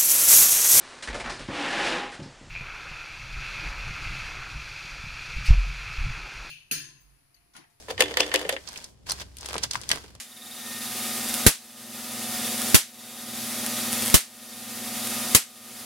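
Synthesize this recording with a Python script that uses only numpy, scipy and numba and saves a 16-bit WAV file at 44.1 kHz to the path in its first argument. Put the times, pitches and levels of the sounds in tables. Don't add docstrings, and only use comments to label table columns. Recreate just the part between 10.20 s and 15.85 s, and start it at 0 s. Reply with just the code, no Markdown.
import sys
import numpy as np
from scipy import signal
from scipy.fft import rfft, irfft, next_fast_len
from scipy.io import wavfile
from numba import njit

SR = 44100
rng = np.random.default_rng(int(sys.argv[2]) if len(sys.argv) > 2 else 0)


def to_wav(s):
    ch = np.atleast_2d(s).T
    pcm = np.round(np.clip(ch, -1, 1) * 32767)
    wavfile.write(sys.argv[1], SR, pcm.astype(np.int16))


N = 249165
TIME = np.arange(N) / SR

# t/s, level/dB, signed kick induced in the left lead, in the right lead
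SPARKS = [(-0.062, 5, -6.5, -1), (1.2648, 10.5, -36, -8.5), (2.5443, 12, 28, -39),
          (3.9418, 10.5, -33, 11.5), (5.1486, 8, -5, 1)]
# t/s, level/dB
TICKS = [(1.0950, -9), (1.1416, -2.5), (2.4185, -9.5), (3.464, -3), (3.7300, -4), (3.8235, -6),
         (3.861, -4.5), (3.8801, -5), (4.8716, -10.5)]
# f/Hz, level/dB
DISCHARGE_SPECTRUM = [(30, 16.5), (150, 4.5), (500, -4.5), (1200, -2.5), (2200, 0), (5000, -1), (8000, 1.5),
                      (11000, 3), (13000, -0.5), (15500, -6)]
# f/Hz, level/dB
CORONA_SPECTRUM = [(25, -28), (60, -12), (130, -1), (250, -1.5), (400, -2.5), (1000, -2), (2000, -1),
                   (5000, 0.5), (7800, -1), (10100, 2), (11400, 0), (12400, -0.5), (13400, -3), (15500, -8)]
# multiple of the turning rate, level/dB
ROTOR_HARMONICS = [(3, -67), (6, -53), (8, -57), (9, -68), (10, -55), (11, -42), (12, -41), (13, -89),
                   (14, -51.5), (18, -61), (19, -69), (26, -58.5), (27, -56.5), (28, -57.5), (39, -55.5)]
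# t/s, half length/s, rise/dB
SQUEAK_BOUTS = [(0.25, 0.45, 11), (2.85, 0.2, 2)]
# multiple of the shaft rate, level/dB
MOTOR_HARMONICS = [(1, -66), (3, -55), (4, -53), (5, -48), (6, -44), (10, -50), (15, -50.5), (20, -62),
                   (25, -55), (30, -52), (31, -61), (35, -73), (36, -69)]
# t/s, half length/s, multiple of the shaft rate, rise/dB
ANTINODES = [(0.48, 0.11, 15, 8), (2.92, 0.32, 30, 7.5)]
# f/Hz, T60/s
REVERB_TIMES = [(100, 0.083), (600, 0.15), (2000, 0.21), (5000, 0.23), (9000, 0.2), (15000, .14)]
# f/Hz, side level relative to mid/dB
STEREO_WIDTH = [(60, -9), (200, -5.5), (1300, -15.5), (2500, -29), (4400, -7), (8000, -7), (15000, -3.5)]


def sparks(kick_s=.00072, swing_s=.0031, drive=7):
    t = np.arange(2 ** 14) / SR
    backswing = kick_s / swing_s * np.exp(-t / swing_s)
    kick = np.tanh(drive * (np.exp(-t / kick_s) - backswing))
    out = np.zeros((2, N))
    for s, db, left, right in SPARKS:
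        crack = band(snap(t), 220, 19000)
        add(out, s, undb(db) * crack + np.outer([left, right], kick))
    return out


def snap(t, direct_db=10, direct_s=0.0078, uneven_db=3.5, side_db=-5):
    mid, side = rng.standard_normal((2, len(t))) * undb(uneven_db * rng.standard_normal(len(t)))
    echoes = unit(colour(mid + undb(side_db) * side * np.array([[1], [-1]]), DISCHARGE_SPECTRUM))
    spectrum, hz = rfft(echoes), np.fft.rfftfreq(len(t), 1 / SR)
    out = undb(direct_db) * echoes * np.exp(-t / direct_s)
    for centre, t60 in REVERB_TIMES:
        share = lookup([(f, float(f == centre)) for f, _ in REVERB_TIMES], hz)
        out = out + irfft(spectrum * share, len(t)) * np.exp(-np.log(1000) * t / t60)
    return out


def ticks(body=0.77, right_db=-2.0, room_db=-27, room_s=0.0068):
    t = np.arange(2 ** 12) / SR
    pulse = signal.unit_impulse(len(t))
    click = band(pulse, 7300, 11300) + body * band(pulse, 1500, 11700)
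    click = click / np.abs(click).max() * undb([[0], [right_db]])
    out = np.zeros((2, N))
    for s, db in TICKS + crackle():
        noise = stereo(*rng.standard_normal((2, len(t))))
        wash = unit(colour(noise, DISCHARGE_SPECTRUM)) * np.exp(-t / room_s)
        add(out, s, undb(db) * (click + undb(room_db) * wash))
    return out


def crackle(rate_per_s=30, reached_s=1.33, e_fold_s=0.09, level_db=-10, spread_db=1.8):
    per_s = rate_per_s * np.exp((charging_time() - reached_s) / e_fold_s)
    times = TIME[rng.random(N) < per_s / SR]
    return [(s, level_db + spread_db * rng.standard_normal()) for s in times]


def corona(level_db=-26.25, growth_db_per_s=1.7, reached_s=2.0, flicker_db=0.95):
    noise = stereo(*rng.standard_normal((2, N)))
    hiss = unit(reflections(colour(noise, CORONA_SPECTRUM)))
    return hiss * undb(level_db + growth_db_per_s * (charging_time() - reached_s) + flicker_db * walk(40))


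def rotor(gain_db, turns, load_db_per_s=1.2, flutter_db=1.1):
    level_db = gain_db + load_db_per_s * charging_time() + flutter_db * walk(14)
    return undb(level_db) * harmonics(turns, ROTOR_HARMONICS)


def motor(low_db, high_db, shaft_hz=122.45, flutter_db=2.0):
    turns = rotation(shaft_hz, wander=0.00204, wander_per_s=7)
    out = np.zeros(N)
    for order, db in MOTOR_HARMONICS:
        gain_db = low_db if order < 10 else high_db
        level_db = gain_db + standing_wave_db(order) + flutter_db * walk(7)
        out += undb(level_db) * harmonics(turns, [(order, db)])
    return out


def brush(gain_db, turns, level_db=-46, fade_db_per_s=2, lag_turns=0.11):
    contact = (.5 + .5 * np.cos(2 * np.pi * (turns - lag_turns))) ** 3
    squeak = unit(contact * band(rng.standard_normal(N), 3530, 3830))
    bouts_db = sum(db * bell(s, half_s) for s, half_s, db in SQUEAK_BOUTS)
    return undb(gain_db + level_db + bouts_db - fade_db_per_s * charging_time()) * squeak


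def reflections(x, share=0.1, first_s=0.000811, last_s=.008, drift_s=.00004, count=5):
    out = x
    for lag_s in np.geomspace(first_s, last_s, count) * rng.uniform(.9, 1.099, count):
        emitted_s = TIME - lag_s - drift_s * walk(1.0)
        out = out + share * np.array([np.interp(emitted_s, TIME, channel) for channel in x])
    return out


def standing_wave_db(order):
    return sum(db * bell(s, half_s) for s, half_s, k, db in ANTINODES if k == order)


def spreading_db(closest_m=0.64, closest_at_s=3.28, speed_m_per_s=0.26):
    distance_m = np.hypot(closest_m, speed_m_per_s * (TIME - closest_at_s))
    return 20 * np.log10(closest_m / distance_m)


def charging_time():
    times = np.array(SPARKS)[:, 0]
    return TIME - times[np.searchsorted(times, TIME) - 1]


def rotation(hz, wander, wander_per_s):
    return np.cumsum(hz * (1 + wander * walk(wander_per_s))) / SR


def harmonics(turns, orders):
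    return sum(np.sqrt(2) * undb(db) * np.cos(2 * np.pi * k * turns) for k, db in orders)


def stereo(mid, side):
    return mid + colour(side, STEREO_WIDTH) * np.array([[1], [-1]])


def colour(x, points):
    size = next_fast_len(x.shape[-1])
    gain = undb(lookup(points, np.fft.rfftfreq(size, 1 / SR)))
    return irfft(rfft(x, size) * gain, size)[..., :x.shape[-1]]


def lookup(points, hz):
    f, value = np.transpose(points)
    return np.interp(np.log(hz + 1), np.log(f), value)


def band(x, lo_hz, hi_hz):
    return signal.sosfilt(signal.butter(2, [lo_hz, hi_hz], "band", fs=SR, output="sos"), x)


def walk(per_s):
    knots = rng.standard_normal(int(6 * per_s) + 2)
    return np.interp(TIME * per_s, np.arange(len(knots)), knots)


def bell(s, half_s):
    return np.exp(-((TIME - s) / half_s) ** 2)


def undb(db):
    return np.exp(np.asarray(db) * (np.log(10) / 20))


def unit(x):
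    return x / np.sqrt(np.mean(x ** 2))


def add(out, s, sound):
    start = int(round(s * SR))
    a, b = max(start, 0), min(start + sound.shape[-1], N)
    out[:, a:b] += sound[..., a - start:b - start]


def scene(rotor_hz=20.2, rotor_db=-0.6, drone_db=-0.1, whine_db=-0.3, corona_direct=0.58):
    near_db = spreading_db()
    dip_db = -2 * bell(s=0.55, half_s=0.33)
    turns = rotation(rotor_hz, wander=0.0021, wander_per_s=4.015) - .35
    squeak = brush(near_db, turns)
    hum = rotor(rotor_db + near_db + dip_db, turns)
    whine = motor(drone_db + near_db + dip_db, whine_db)
    hiss = undb(corona_direct * near_db) * corona()
    return sparks() + ticks() + hiss + hum + whine + squeak


@njit
def detector(excess, charge, attack_s, release_s):
    out = np.empty(len(excess))
    for i in range(len(excess)):
        charge += max(excess[i] - charge, 0.) / (attack_s * SR) - charge / (release_s * SR)
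        out[i] = charge
    return out


def gain_control(x, threshold=0.37, strength=3.5, limit=17.15, first_charge=9.2):
    excess = np.clip(strength * (np.abs(x).max(axis=0) - threshold), 0, limit)
    return x / (1 + detector(excess, first_charge, attack_s=0.0037, release_s=0.23))


def comb_filter(x, drum_hz=149.72, depth=0.86, feedback=.5):
    size = next_fast_len(N + SR)
    delay = np.exp(-2j * np.pi * np.fft.rfftfreq(size, 1 / SR) / drum_hz)
    return irfft(rfft(x, size) * (1 - depth * delay) / (1 - feedback * delay), size)[:, :N]


def record(dry, ceiling=0.85, low_cut_hz=50, top_hz=15800):
    ducked = gain_control(dry)
    overloaded = ducked / (1 + (ducked / ceiling) ** 4) ** .25
    low_cut = signal.butter(2, low_cut_hz, "high", fs=SR, output="sos")
    top_cut = signal.ellip(8, .2, 60, top_hz, fs=SR, output="sos")
    filtered = signal.sosfilt(low_cut, comb_filter(overloaded))
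    return signal.sosfilt(top_cut, np.clip(filtered, -1, 1))


dry = scene()
out = record(dry)
to_wav(out)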